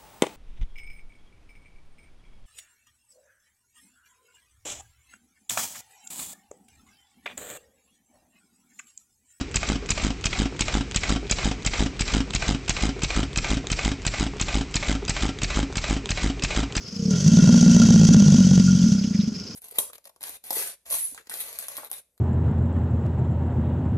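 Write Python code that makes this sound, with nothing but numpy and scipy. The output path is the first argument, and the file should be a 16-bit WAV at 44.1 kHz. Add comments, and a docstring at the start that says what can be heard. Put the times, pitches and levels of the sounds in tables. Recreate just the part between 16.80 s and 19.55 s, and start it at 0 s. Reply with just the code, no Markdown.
"""In a marsh full of singing insects, an alligator raises its head from calm water and bellows once.
Slow throat pulses, coming in surges, ring a low resonance near 195 Hz and a thin groan above it.
Air rasps in the airway, and the shaking back makes the water dance in a fizz of drops.
Two larger drops plop back, water laps at the head, and the banks give short echoes.
A fast limiter (an automatic volume control) flattens the strongest surges."""
import sys
import numpy as np
from scipy import signal
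from scipy.fft import rfft, irfft
from scipy.io import wavfile

SR = 44100
rng = np.random.default_rng(int(sys.argv[2]) if len(sys.argv) > 2 else 0)


def master(y):
    """Save y as 16-bit WAV."""
    cut = np.clip(np.atleast_2d(y).T, -1, 1)
    pcm = np.round(cut * 32767)  # scale
    wavfile.write(sys.argv[1], SR, pcm.astype(np.int16))


N = 121275
T = np.arange(N) / SR

# tone of the insect chorus: pitch_hz, level_db
INSECT_TONE = [(2400, -9.5), (3200, -13), (3800, -16), (4500, -4), (5300, 7.5), (6200, -22), (7000, -20),
               (8200, -50), (11000, -29.5)]
# tone of the outdoor rumble: pitch_hz, level_db
RUMBLE_TONE = [(25, -20), (58, -17), (90, 3.5), (130, -1.5), (260, -1), (350, -8.5), (440, -7.5),
               (800, -22.5), (1400, -18), (2400, -35)]
# how fast the throat pulses: time_s, rate_hz
PULSE_RATE = [(0, 6.77), (.17, 30.74), (.32, 38.43), (.46, 53.68), (.66, 58.91), (.92, 58.35),
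              (1.25, 54.05), (1.45, 50.7), (1.68, 46.18), (1.85, 46.46), (2.03, 45.21), (2.11, 31.65),
              (2.27, 32.62), (2.34, 23.61), (2.75, 21.88)]
# surges of pressure that sag over the next few pulses: time_s, boost_db
SURGES = [(0.462, 9), (0.518, 11.5), (0.571, 16), (0.623, 14.5), (0.673, 16), (0.724, 13.5), (0.76, 11),
          (0.813, 12), (0.86, 11.5), (0.896, 8), (0.947, 11.5), (1, 10), (1.036, 10), (1.087, 11.5),
          (1.141, 11), (1.194, 8.5), (1.238, 10), (1.291, 12), (1.348, 14.5), (1.402, 6.5), (1.467, 8.5),
          (1.525, 6.5), (1.585, 8.5), (1.646, 5), (1.713, 6.5), (1.773, 8), (2.116, 5), (2.273, 1),
          (2.345, 2)]
# pitches at which the airway rings: pitch_hz, width_hz, level_db
AIRWAY_RINGS = [(525, 156, 7), (1005, 94, -8), (1405, 54, 5), (1865, 29, -8.5), (2690, 22, -2.5),
                (3210, 63, -1), (3793, 30, -0.5)]
# loudness of the rasp: time_s, level_db
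RASP_LEVEL = [(0, -36), (.28, -62), (.31, -31), (.42, -34.5), (.55, -42.5), (1.03, -36), (1.4, -36),
              (1.78, -36), (1.85, -39.5), (2.03, -35), (2.15, -39), (2.4, -43.5), (2.75, -46)]
# loudness of the dancing water: time_s, level_db
SPRAY_LEVEL = [(0, -48.5), (.25, -42), (.4, -32.5), (.6, -32), (.8, -29.5), (1.25, -28), (1.6, -30.5),
               (1.85, -32.5), (2.05, -34.5), (2.14, -37), (2.2, -40), (2.45, -45.5), (2.75, -48.5)]
# tone of the spray: pitch_hz, level_db
SPRAY_TONE = [(1000, -39.5), (2200, -17.5), (2900, -9.5), (3350, -10), (3900, -13), (4600, -1.5),
              (5300, -4), (5900, 5), (6350, 2.5), (6900, -3.5), (8000, -14), (10500, -26.5), (15500, -44.5)]
# bursts of spatter: start_s, level_over_spray_db
SPATTERS = [(.307, 10), (0.478, 5), (1.249, -2.5), (2.12, 2.5)]
# ringing drops: pitch_hz
PING_PITCHES = [3074, 3368, 5860, 6430]
# how hard the pulses push: time_s, level_db
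EFFORT = [(.05, -42.5), (.17, -21), (.29, -10), (.37, -16.5), (.45, -14), (.6, -20), (1.0, -11.5),
          (1.3, -10.5), (1.75, -9.5), (2.05, -7.5), (2.1, -13), (2.36, -13), (2.48, -12.5), (2.53, -22.5),
          (2.7, -33)]
# where the throat rings most: time_s, pitch_hz
THROAT_PITCH = [(.3, 199), (.41, 152), (.52, 196.3), (1.25, 204.5), (1.75, 185.7), (2.2, 208)]
# weaker ringing of the chest: pitch_hz, width_hz, level_db
CHEST_RINGS = [(55.4, 78, -32.5), (108, 23, -22.5)]
# a thin groan that sinks as the bellow opens: time_s, pitch_hz, level_db
GROAN = [(.1, 475, -57.5), (.19, 471, -41), (.3, 437, -31), (.42, 399, -46.5), (1.7, 422, -56),
         (2.45, 410, -49.5)]
# larger drops falling back: start_s, pitch_hz, level_db, fade_s (time to fall by 60 dB)
PLOPS = [(1.018, 1390, -17.5, 0.033), (1.878, 1416, -29, 0.19)]
# water lapping at the head: time_s, pitch_hz, level_db
LAPS = [(2.245, 2860, -40.5), (2.347, 2190, -42), (2.408, 3720, -38.5)]
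# echoes from the banks: delay_s, level_db
ECHOES = [(0.033, -20), (0.073, -18)]

LEFT_RIGHT = np.array([[1], [-1]])  # adds on the left, takes away on the right


def from_db(db):
    """Turn decibels into a number to multiply by."""
    return 10 ** (np.asarray(db) / 20)


def rms_one(x):
    """Scale a signal to an average strength (rms) of 1."""
    return x / np.sqrt(np.mean(x ** 2) + 1e-20)


def in_time(rows):
    """Join a table's points into one curve for each column after time."""
    s, *columns = np.transpose(rows)
    return [np.interp(T, s, c) for c in columns]


def noise():
    """A fresh, even hiss."""
    return rng.standard_normal(N)


def cut(x, order, hz, keep="low"):
    """Keep the lows, the highs or a band; a higher order cuts more steeply."""
    return signal.sosfilt(signal.butter(order, hz, keep, fs=SR, output="sos"), x)


def decay(x, seconds):
    """Give every click a fading tail."""
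    return signal.lfilter([1], [1, -np.exp(-1 / (seconds * SR))], x + 1e-18)


def drift(rate_hz):
    """A smooth random wobble, about 1 in size."""
    seconds = 1 / (2 * np.pi * rate_hz)
    return rms_one(decay(decay(rng.standard_normal(N + SR), seconds), seconds)[SR:])


def ring(x, hz, width_hz):
    """Make every click ring at a pitch; a smaller width rings longer."""
    turn = np.exp(2j * np.pi * np.cumsum(hz + np.zeros(N)) / SR)
    return (turn * decay(x / turn, 1 / (np.pi * width_hz))).real


def colour(x, tone):
    """Filter a sound to follow a tone table, falling 18 dB per octave past its ends."""
    hz, db = np.transpose(tone)
    grid = np.maximum(np.fft.rfftfreq(8192, 1 / SR), 1)
    octaves_outside = np.abs(np.log2(grid / np.clip(grid, hz[0], hz[-1])))
    gain = from_db(np.interp(np.log(grid), np.log(hz), db) - 18 * octaves_outside)
    cepstrum = irfft(np.log(gain))
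    half = len(cepstrum) // 2
    cepstrum[1:half] *= 2  # folded so the filter never sounds ahead of its input
    cepstrum[half + 1:] = 0
    response = irfft(np.exp(rfft(cepstrum)))[:half]
    return rms_one(signal.fftconvolve(x, response)[:N])


def spread(source, width):
    """Make a random sound twice: once for the middle, once for the sides."""
    return source() + width * source() * LEFT_RIGHT


def marsh(insect_db=-44.5, flicker_db=3.5, rumble_db=-44):
    """A flickering insect chorus sings over a faint outdoor rumble."""
    level = from_db(insect_db + flicker_db * drift(40))
    insects = level * spread(lambda: colour(noise(), INSECT_TONE), width=.58)
    rumble = from_db(rumble_db) * spread(lambda: colour(noise(), RUMBLE_TONE), width=.16)
    return insects + rumble


def throat_pulses(lead_s=.0031, surge_s=.029, uneven_db=1.4):
    """One click each time the vocal folds close, stronger at the start of a surge."""
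    rate_hz, = in_time(PULSE_RATE)
    cycles = np.cumsum(rate_hz) / SR + rate_hz * lead_s
    closures = np.diff(np.floor(cycles), prepend=0)
    boost_db = sum(db * (T > s - .008) * np.exp(-((T - s) / surge_s) ** 6) for s, db in SURGES)
    return closures * from_db(boost_db + uneven_db * noise())


def rasp(pulses, steady_flow=.077, puff_s=.023):
    """A puff of air at each pulse makes the airway ring."""
    air = noise() * (steady_flow + rms_one(decay(pulses, puff_s)))
    airway = sum(from_db(db) * rms_one(ring(air, hz, width)) for hz, width, db in AIRWAY_RINGS)
    return from_db(in_time(RASP_LEVEL)[0]) * rms_one(cut(airway, 2, 5000))


def water_dance(pulses, mist_db=5.5, splash_s=.0061, throb_s=.003, spatter_s=.0054):
    """The shaking back throws up tiny drops and mist, in short splashes that throb with the pulses."""
    def clicks(per_s, spread_db):
        sizes = from_db(spread_db * np.minimum(rng.exponential(1, N), 4))
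        return sizes * (rng.random(N) < per_s / SR)

    def fizz():
        drops = rms_one(clicks(per_s=2100, spread_db=3.5) * rng.choice([-1, 1], N))
        return colour(drops + from_db(mist_db) * noise(), SPRAY_TONE)

    splashes = rms_one(decay(clicks(per_s=180, spread_db=1.5), splash_s))
    throb = rms_one(decay(decay(np.sqrt(pulses), throb_s), throb_s))
    spatter = sum(from_db(db) * (T > s) * np.exp(-np.abs(T - s) / spatter_s) for s, db in SPATTERS)
    motion = rms_one(1 + .69 * splashes + .7 * throb) + spatter
    return from_db(in_time(SPRAY_LEVEL)[0]) * motion * spread(fizz, width=.2)


def pings(per_pitch_per_s=50, below_spray_db=8):
    """Single drops ring for a moment, the higher ones louder; they swell and fade with the spray."""
    rings = np.zeros(N)
    for hz in PING_PITCHES:
        drops = rng.random(N) * (rng.random(N) < per_pitch_per_s / SR)
        rings += hz * ring(drops, hz * (1 + .015 * drift(30)), width_hz=57)
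    level = from_db(in_time(SPRAY_LEVEL)[0] - below_spray_db)
    return level * rms_one(cut(rings, 2, [2600, 7000], "band"))


def bellow(pulses, lift_db=1, flutter_db=-12, flutter_s=.012, waver_hz=11, throat_width_hz=63.3):
    """Each pulse, trailed by a flutter of rushing air, rings the throat and the chest."""
    push = pulses * from_db(in_time(EFFORT)[0] + lift_db)
    flutter = from_db(flutter_db) * decay(push, flutter_s) * noise() / np.sqrt(flutter_s * SR / 2)
    flow = push + flutter
    # the pitch slides up within each surge, at up to 270 Hz a second per dB of boost
    bend_hz = 270 * sum(db * (T - s - .02) * np.exp(-((T - s - .02) / .015) ** 4) for s, db in SURGES)
    pitch_hz = in_time(THROAT_PITCH)[0] + bend_hz + waver_hz * drift(21.3)
    turn = np.exp(2j * np.pi * np.cumsum(pitch_hz) / SR)
    swell_s = 1 / (np.pi * throat_width_hz)
    swell = decay(decay(flow / turn, swell_s), swell_s)  # each ring grows for a cycle, then fades
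    throat = (turn * swell).imag * np.e / (swell_s * SR)
    chest = sum(from_db(db) * ring(flow, hz, width) for hz, width, db in CHEST_RINGS)
    body = cut(throat + chest, 2, 36.6, "high")
    return cut(body, 3, 266)


def groan(pulses):
    """Every pulse, strong or weak, rings the same thin, gliding note."""
    hz, db = in_time(GROAN)
    note = ring(np.sign(pulses), hz, width_hz=12.2)
    return from_db(db) * rms_one(cut(note, 2, hz.max()))


def plops(attack_s=.0011):
    """Each larger drop leaves a briefly ringing bubble."""
    bubbles = np.zeros(N)
    for start_s, hz, db, fade_s in PLOPS:
        age = np.maximum(T - start_s, 0)
        level = from_db(db - 60 * age / fade_s) * (1 - np.exp(-age / attack_s))
        bubbles += level * np.sin(2 * np.pi * hz * age)
    return bubbles


def laps(swell_s=.012):
    """Water laps at the head in short, soft splashes, each around its own pitch."""
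    splashes = np.zeros(N)
    for time_s, hz, db in LAPS:
        level = from_db(db) * np.exp(-((T - time_s) / swell_s) ** 2)
        splashes += level * rms_one(ring(noise(), hz, width_hz=700))
    return cut(splashes, 3, [1300, 5000], "band")


def bank_echoes(sound, lean=.25):
    """The banks send the sound back late and faint, one more to the left, one more to the right."""
    echoes = np.zeros((2, N))
    for k, (delay_s, db) in enumerate(ECHOES):
        delayed = np.interp(T - delay_s, T, sound, left=0)
        echoes += from_db(db) * delayed * (1 + lean * (-1) ** k * LEFT_RIGHT)
    return echoes


def scene():
    """The alligator and its drops with their echoes, plus the spray and the marsh."""
    pulses = throat_pulses()
    alligator = bellow(pulses) + groan(pulses) + rasp(pulses) + plops() + laps() + pings()
    return alligator + bank_echoes(alligator) + water_dance(pulses) + marsh()


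def record(dry, limit_db=-5, attack_s=.0001, release_db_per_s=260, cutoff_hz=15800):
    """A fast limiter turns the loudest peaks down, then the highest treble is cut."""
    peak_db = 20 * np.log10(np.abs(dry).max(axis=0) + 1e-9)
    over_db = np.maximum(peak_db - limit_db, 0)
    held_db = np.maximum.accumulate(over_db + release_db_per_s * T) - release_db_per_s * T
    down_db = decay(held_db, attack_s) * (1 - np.exp(-1 / (attack_s * SR)))
    treble_cut = signal.ellip(10, .1, 80, cutoff_hz, fs=SR, output="sos")
    return signal.sosfilt(treble_cut, dry * from_db(-down_db))


dry = scene()
out = record(dry)
master(out)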